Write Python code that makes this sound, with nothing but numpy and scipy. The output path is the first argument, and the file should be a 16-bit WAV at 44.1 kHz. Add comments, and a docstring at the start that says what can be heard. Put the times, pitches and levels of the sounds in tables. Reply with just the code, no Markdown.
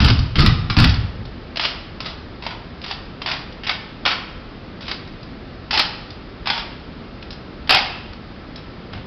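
"""Rifles handled by a drill team, never quite in unison, in a hard-floored hall.
Clacks layer a noise crack, a hollow knock, a rattle and ringing modes; they come in ragged bursts.
Early on, three volleys of butts thud as floor modes, plate ring and low noise; a faint one comes late.
The hall answers with sparse reflections and a banded noise tail, over ventilation of coloured noise.
A small camera with a narrow band overloads on the loudest blows."""
import sys
import numpy as np
from scipy import signal
from scipy.fft import rfft, irfft, next_fast_len
from scipy.io import wavfile
from scipy.ndimage import uniform_filter1d

SR = 44100
rng = np.random.default_rng(int(sys.argv[2]) if len(sys.argv) > 2 else 0)


def to_wav(s):
    """Save 16-bit WAV."""
    ch = np.atleast_2d(s).T  # columns
    pcm = np.round(np.clip(ch, -1, 1) * 32767)  # PCM
    wavfile.write(sys.argv[1], SR, pcm.astype(np.int16))


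N = 399546  # samples

# Levels in the tables are set ahead of the hall mix and the camera.
# clacks that stand out of their move: start_s, level_db, nearness_db
LOUD_CLACKS = [(0.002, -2.5, -4.5), (0.045, -2, -1.5), (0.083, -10, 6), (0.099, -9, 4), (0.355, -7.5, -2.5),
               (0.391, -6, 2), (0.402, -7, 1), (0.461, -3, 1.5), (0.699, -7.5, 0.5), (0.766, -3.5, -2),
               (0.786, -3.5, 1), (0.8, -8.5, 4), (0.841, -4.5, 6), (1.558, -22, 4.5), (1.57, -15.5, 5.5),
               (1.595, -6.5, 0), (1.636, -8, -2.5), (1.65, -7, 3), (2.003, -19.5, 3.5), (2.059, -16.5, -2),
               (2.464, -13.5, 3), (2.506, -19.5, -2.5), (2.842, -23.5, 3.5), (2.888, -17.5, -12),
               (2.91, -12.5, 1), (3.217, -18, 2.5), (3.26, -11, 0), (3.275, -10, -2), (3.312, -9, -2),
               (3.634, -12, -6.5), (3.67, -10, -0.5), (3.693, -5, 2), (4.052, -3.5, -1.5),
               (4.06, -2.5, 2.5), (4.075, -7.5, 0.5), (4.115, -8, -1), (4.82, -21, -6), (4.88, -11.5, -6),
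               (4.913, -14, 3.5), (5.708, -5.5, -1.5), (5.729, -1.5, -7), (5.774, -3, 2.5),
               (5.794, -4, 8.5), (6.457, -8.5, -9.5), (6.471, -7.5, -0.5), (6.5, -5, 1), (6.549, -13, -4),
               (6.577, -10.5, -3), (7.673, -23.5, 1), (7.693, 1, 3.5), (7.705, 4.5, 2.5), (7.724, 1.5, -3),
               (7.745, -0.5, 7.5), (7.768, -5, 2), (8.933, -32, 9)]
# drill moves, each a ragged burst of contacts along the ranks:
# start_s, length_s, contact_level_db, body_db (wooden), edge_db (metallic), knock_hz, knock_db
DRILL_MOVES = [(0.005, 0.098, -13.5, -2.5, -4.5, 1450, -14.5), (0.369, 0.1, -11.5, -2.5, -5, 1280, -9.5),
               (0.767, 0.081, -10.5, -3.5, -4.5, 1402, -12.5),
               (1.589, 0.074, -15.5, -7.5, -5.5, 664, -12.5), (2.023, 0.071, -24.5, 1.5, -2, 1280, -14),
               (2.416, .1, -23, -5, -13, 978, -8), (2.808, 0.094, -22.5, -5.5, -5.5, 1140, -16),
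               (3.263, 0.079, -16, -4, -8, 1020, -13.5), (3.665, .055, -14.5, -8, -12, 1250, -17.5),
               (4.06, 0.059, -14, -2.5, -8.5, 1474, -14.5), (4.801, 0.11, -25, -6, -5.5, 1294, -16),
               (5.73, 0.084, -11.5, -4, -4, 825, -20.5), (6.472, .11, -20, -3, -7, 940, -13.5),
               (7.694, 0.084, -7, -5.5, -10, 770, -12.5), (8.922, 0.055, -31, 6, -13, 637, -11)]
# sling swivels ticking between the moves: start_s, level_db, edge_db (metallic)
SWIVEL_TICKS = [(0.19, -22.5, 8.5), (0.893, -13.5, 2.5), (0.94, -23, 6.5), (1.252, -34, 4),
                (3.523, -38.5, 9), (5.074, -32.5, -5), (5.229, -38, 7), (6.104, -33.5, 8.5),
                (7.225, -26.5, -10), (7.305, -30, 11.5), (7.327, -33, 7), (8.132, -29.5, -11),
                (8.558, -33, 11), (8.578, -29.5, -19)]
# ringing of a rifle: pitch_hz, level_db, t60_s
RIFLE_RING = [(610, -32.5, 0.05), (745, -39, 0.053), (846, -42.5, 0.079), (1410, -29.5, 0.083),
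              (1600, -54.5, 0.087), (2440, -36.5, .025), (2660, -38.5, 0.025), (3330, -32, 0.064),
              (3800, -46.5, 0.035), (4900, -49.5, 0.05)]
# colour of a contact: frequency_hz, gain_db
CRACK_COLOUR = [(100, -6.5), (250, -3), (480, -6), (720, 3), (1000, 2), (1400, 2), (1850, 1.5), (2700, 3.5),
                (4000, 5), (5200, 7.5), (7000, 16.5)]
# rifle butts on the floor: start_s, level_db, plate_ring_db
BUTT_BLOWS = [(0.003, -5, 1.5), (0.025, -7.5, -2), (0.05, -4, 0.5), (0.095, -3.5, -2), (0.188, -12, 1),
              (0.359, -13, 2), (0.382, -1.5, -5), (0.4, -11, 15), (0.431, -4.5, -6), (0.462, -4.5, 0),
              (0.691, -15, -2), (0.768, -4, -2), (0.783, -2, 2), (0.8, -11, 15), (0.819, -3.5, -0.5),
              (0.841, -5.5, 0.5), (8.936, -29.5, -6)]
# boom of the floor under a butt: pitch_hz, level_db, t60_s
FLOOR_BOOM = [(37.7, -3.5, 0.078), (73.3, -3, 0.12), (100.3, -11.5, 0.34), (119.1, -7.5, 0.23),
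              (158.3, -5.5, 0.1), (227, -9, 0.15), (282.7, -15.5, 0.17)]
# ring of the steel plate on a rifle butt: pitch_hz, level_db, t60_s
PLATE_RING = [(1242, -18.5, 0.058), (1349, -18.5, 0.074), (1515, -23, 0.036)]
# colour of the hall's echo: frequency_hz, gain_db
ECHO_COLOUR = [(40, 1.5), (110, 2), (300, -5.5), (800, 3), (2000, -2.5), (3500, -1), (5500, -4)]
# decay of the hall: frequency_hz, t60_s
ECHO_T60 = [(40, 0.92), (110, 1.15), (300, 0.7), (800, 0.74), (2500, 0.76), (5500, 0.63)]
# spectrum shape of the ventilation and hiss: frequency_hz, relative_level_db
AIR_COLOUR = [(12, -48), (20, -19.5), (27, -1), (69, -1.5), (112, -4), (196, -4), (277, -7), (326, -8),
              (808, -17.5), (930, -19.5), (1260, -18), (1350, -24.5), (1450, -20), (2770, -25), (5200, -28),
              (6760, -26.5), (11400, -120)]
# fan tones: pitch_hz, rms_db, width_hz
FAN_TONES = [(76.8, -54, 5), (174.4, -62.5, 16), (247.8, -49.5, 9), (1330, -55.5, 14)]
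# upper edge of the camera's band: frequency_hz, gain_db
CAMERA_EDGE = [(5050, 0), (5300, -5), (5500, -13), (5750, -17), (6000, -29), (6300, -54), (6700, -95)]

# cadets heard only as part of the burst, their spread in strength and their nearness
RANK_COUNT, RANK_SPREAD_DB, RANK_NEAR_DB = 6, 2, -2
# what all swivel ticks share
TICK_BODY_DB, TICK_KNOCK_HZ, TICK_KNOCK_DB, TICK_NEAR_DB = -4, 1300, -18, 2.5
PLACES = 11  # spots in the ranks, each with its own echo


def clacks(crack_t60=0.027, settle_s=0.00097, rattle_db=-18, rattle_t60=0.13, ring_db=3,
           knock_t60=0.028, knock_detune=0.079, colour_share=0.65):
    """A hard crack, a hollow knock, a rattle of fittings and barrel ring: (start_s, sound, nearness_db) each."""
    blows, touches = [], contacts()
    t = np.arange(SR // 10) / SR
    crack = dying(t, crack_t60)
    rattle = from_db(rattle_db) * dying(t, rattle_t60)
    pressure = 0.5 * (crack + rattle)
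    landing = 1 - np.exp(-t / settle_s)  # a hand takes a moment to land fully
    chatter = band(rng.standard_normal((len(touches), len(t))), 6060, "low")
    # level out the noise over 60 samples so the envelope alone shapes it
    chatter /= np.sqrt(np.abs(uniform_filter1d(chatter ** 2, size=60)) + 1e-9)
    for grain, touch in zip(chatter, touches):
        start_s, level_db, body_db, edge_db, knock_hz, knock_db, near_db = touch
        # no two hands land on quite the same spot
        pitch_hz = knock_hz * np.exp(knock_detune * rng.standard_normal())
        knock = from_db(knock_db) * dying(t, knock_t60) * np.sin(2 * np.pi * pitch_hz * t)
        ring = from_db(ring_db) * struck(RIFLE_RING, t, spread_db=0.5, detune=0.035)
        # a palm on the stock is woody, a knock on the fittings is bright;
        # colour_share sets how much of this lean reaches the sound
        lean = [(1300, body_db), (2000, 0.022), (3200, 0), (4400, edge_db)]
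        colour = [(hz, db + colour_share * at_hz(lean, hz)) for hz, db in CRACK_COLOUR]
        clack = coloured(landing * (grain * pressure + knock + ring), colour)
        blows.append((start_s, from_db(level_db) * clack, near_db))
    return blows


def contacts():
    """Uneven touches that share their move's colour, as all cadets strike the same part of the rifle.

    Rows: start_s, level_db, body_db, edge_db, knock_hz, knock_db, nearness_db."""
    rows = []
    middles = np.array([start + length / 2 for start, length, *_ in DRILL_MOVES])
    for start_s, level_db, near_db in LOUD_CLACKS:
        colour = DRILL_MOVES[np.argmin(np.abs(middles - start_s))][3:]  # from the nearest move
        rows.append((start_s, level_db, *colour, near_db))
    for start_s, length_s, level_db, *colour in DRILL_MOVES:
        # cadets land one after another, each at random within an equal slot
        lateness = (np.arange(RANK_COUNT) + rng.random(RANK_COUNT)) / RANK_COUNT
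        strengths = level_db + RANK_SPREAD_DB * rng.standard_normal(RANK_COUNT)
        for late, db in zip(lateness, strengths):
            rows.append((start_s + length_s * late, db, *colour, RANK_NEAR_DB))
    for start_s, level_db, edge_db in SWIVEL_TICKS:
        rows.append((start_s, level_db, TICK_BODY_DB, edge_db,
                     TICK_KNOCK_HZ, TICK_KNOCK_DB, TICK_NEAR_DB))
    return rows


def butts(level_db=-2, near_db=0.5, push_s=0.0039, thump_db=-9, thump_t60=0.095, thump_hz=320):
    """A heavy push booms the floor and rings the butt plate: (start_s, sound, nearness_db) each."""
    blows = []
    t = np.arange(SR // 3) / SR
    push = 1 - np.exp(-t / push_s)
    for start_s, butt_db, plate_db in BUTT_BLOWS:
        noise = rms_one(band(rng.standard_normal(len(t)), thump_hz, "low", order=4))
        thump = from_db(thump_db) * noise * dying(t, thump_t60)
        boom = struck(FLOOR_BOOM, t, spread_db=1.5, detune=0.063)
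        plate = from_db(plate_db) * struck(PLATE_RING, t, spread_db=2, detune=0.015)
        blow = (boom + plate + thump) * push
        blows.append((start_s, from_db(butt_db + level_db) * blow, near_db))
    return blows


def struck(modes, t, spread_db, detune):
    """Decaying sine modes; each blow rings them with its own strengths and slightly its own pitch."""
    hz, db, t60 = np.transpose(modes)[:, :, None]
    strength, pitch = rng.standard_normal((2, len(modes), 1))
    sign = rng.choice([-1, 1], (len(modes), 1))
    gain = sign * from_db(db + spread_db * strength)
    tones = np.sin(2 * np.pi * hz * (1 + detune * pitch) * t)
    return np.sum(gain * dying(t, t60) * tones, axis=0)


def hall(blows):
    """Blows take the places in the ranks in turn, each with its echo; near ones have more direct sound."""
    out, places = np.zeros(N), echoes()
    for k, (start_s, sound, near_db) in enumerate(blows):
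        add(out, start_s, from_db(near_db) * sound)
        add(out, start_s, signal.fftconvolve(sound, places[k % PLACES]))
    return out


def echoes(wet_db=-4, early_db=-4, early_t60=0.25, build_s=0.0048, mirrors_per_s=1500):
    """The hall heard from each place: sparse reflections and a noise tail that dies band by band."""
    t = np.arange(SR) / SR
    white = rng.standard_normal((2, PLACES, SR))
    tail = 0
    edges = np.geomspace(25, 9000, num=13)
    for k, (low, high) in enumerate(zip(edges, edges[1:])):
        hz = np.sqrt(low * high)
        decay = from_db(at_hz(ECHO_COLOUR, hz)) * dying(t, at_hz(ECHO_T60, hz))
        tail = tail + band(white[k % 2], [low, high], "band") * decay  # neighbours use different noise
    hits = rng.random((PLACES, SR)) < mirrors_per_s / SR
    mirrors = hits * rng.choice([-1, 1], (PLACES, SR)) * dying(t, early_t60)
    onset = 1 - np.exp(-(t / build_s) ** 2)
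    early = from_db(early_db) * rms_one(mirrors * onset) / np.sqrt(SR)
    return early + from_db(wet_db) * tail * onset / np.sqrt(SR / 20)


def ventilation(air_db=-35.5):
    """Steady rumble and hiss from coloured noise, with wavering fan tones from noise through resonators."""
    air = band(coloured(rng.standard_normal(N), AIR_COLOUR), 6800, "low")
    out = from_db(air_db) * rms_one(air)
    for hz, db, width_hz in FAN_TONES:
        r = np.exp(-np.pi * width_hz / SR)  # a pole nearer 1 gives a narrower tone
        poles = [1, -2 * r * np.cos(2 * np.pi * hz / SR), r * r]
        tone = signal.lfilter([1, 0, -1], poles, rng.standard_normal(N))
        out += from_db(db) * rms_one(tone)
    return out


def from_db(db):
    """Decibels to gain."""
    return 10 ** (np.asarray(db) / 20)


def rms_one(x):
    """Scale to unit rms."""
    return x / np.sqrt(np.mean(x ** 2) + 1e-20)


def at_hz(points, hz):
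    """Read a table on a log-frequency axis."""
    knots, values = np.transpose(points)
    return np.interp(np.log(np.maximum(hz, 1)), np.log(knots), values)


def coloured(x, spectrum):
    """Causal (minimum-phase) filter with the given spectrum."""
    size = next_fast_len(len(x) + SR // 20, real=True) // 2 * 2
    log_gain = np.log(from_db(at_hz(spectrum, np.fft.rfftfreq(size, 1 / SR))))
    cepstrum = irfft(log_gain)[:size // 2]
    cepstrum[1:] *= 2  # folding the cepstrum makes the phase minimum
    response = np.exp(rfft(cepstrum, size))
    return irfft(rfft(x, size) * response)[:len(x)]


def band(x, hz, kind, order=2):
    """Butterworth filter."""
    return signal.sosfilt(signal.butter(order, hz, kind, fs=SR, output="sos"), x)


def dying(t, t60):
    """Envelope that loses 60 dB in t60 seconds."""
    return np.exp(-np.log(1000) * t / t60)


def add(track, start_s, sound):
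    """Mix a sound into the track at its start time."""
    at = max(int(start_s * SR), 0)
    track[at:at + len(sound)] += sound[:max(N - at, 0)]


def scene():
    """Rifles in the hall, over the ventilation."""
    rifles = from_db(2) * hall(clacks() + butts())
    return (rifles + ventilation())[None]


def record(dry, overload=0.95, ceiling=0.72, hiss_db=-69):
    """The camera input overloads, its band is cut off over faint hiss, and the highest crests are flattened."""
    overloaded = overload * np.tanh(dry[0] / overload)
    narrow = coloured(overloaded, CAMERA_EDGE)
    hiss = from_db(hiss_db) * rms_one(band(rng.standard_normal(N), 7000, "low"))
    steep = signal.ellip(10, 0.2, 80, 6150, fs=SR, output="sos")
    flattened = np.clip(signal.sosfilt(steep, narrow + hiss), -ceiling, ceiling)
    # a last low-pass trims the harmonics of the flattening, 70 dB down from 17 kHz
    smooth = signal.cheby2(12, 70, 17000, fs=SR, output="sos")
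    return signal.sosfilt(smooth, flattened)[None]


dry = scene()
out = record(dry)
to_wav(out)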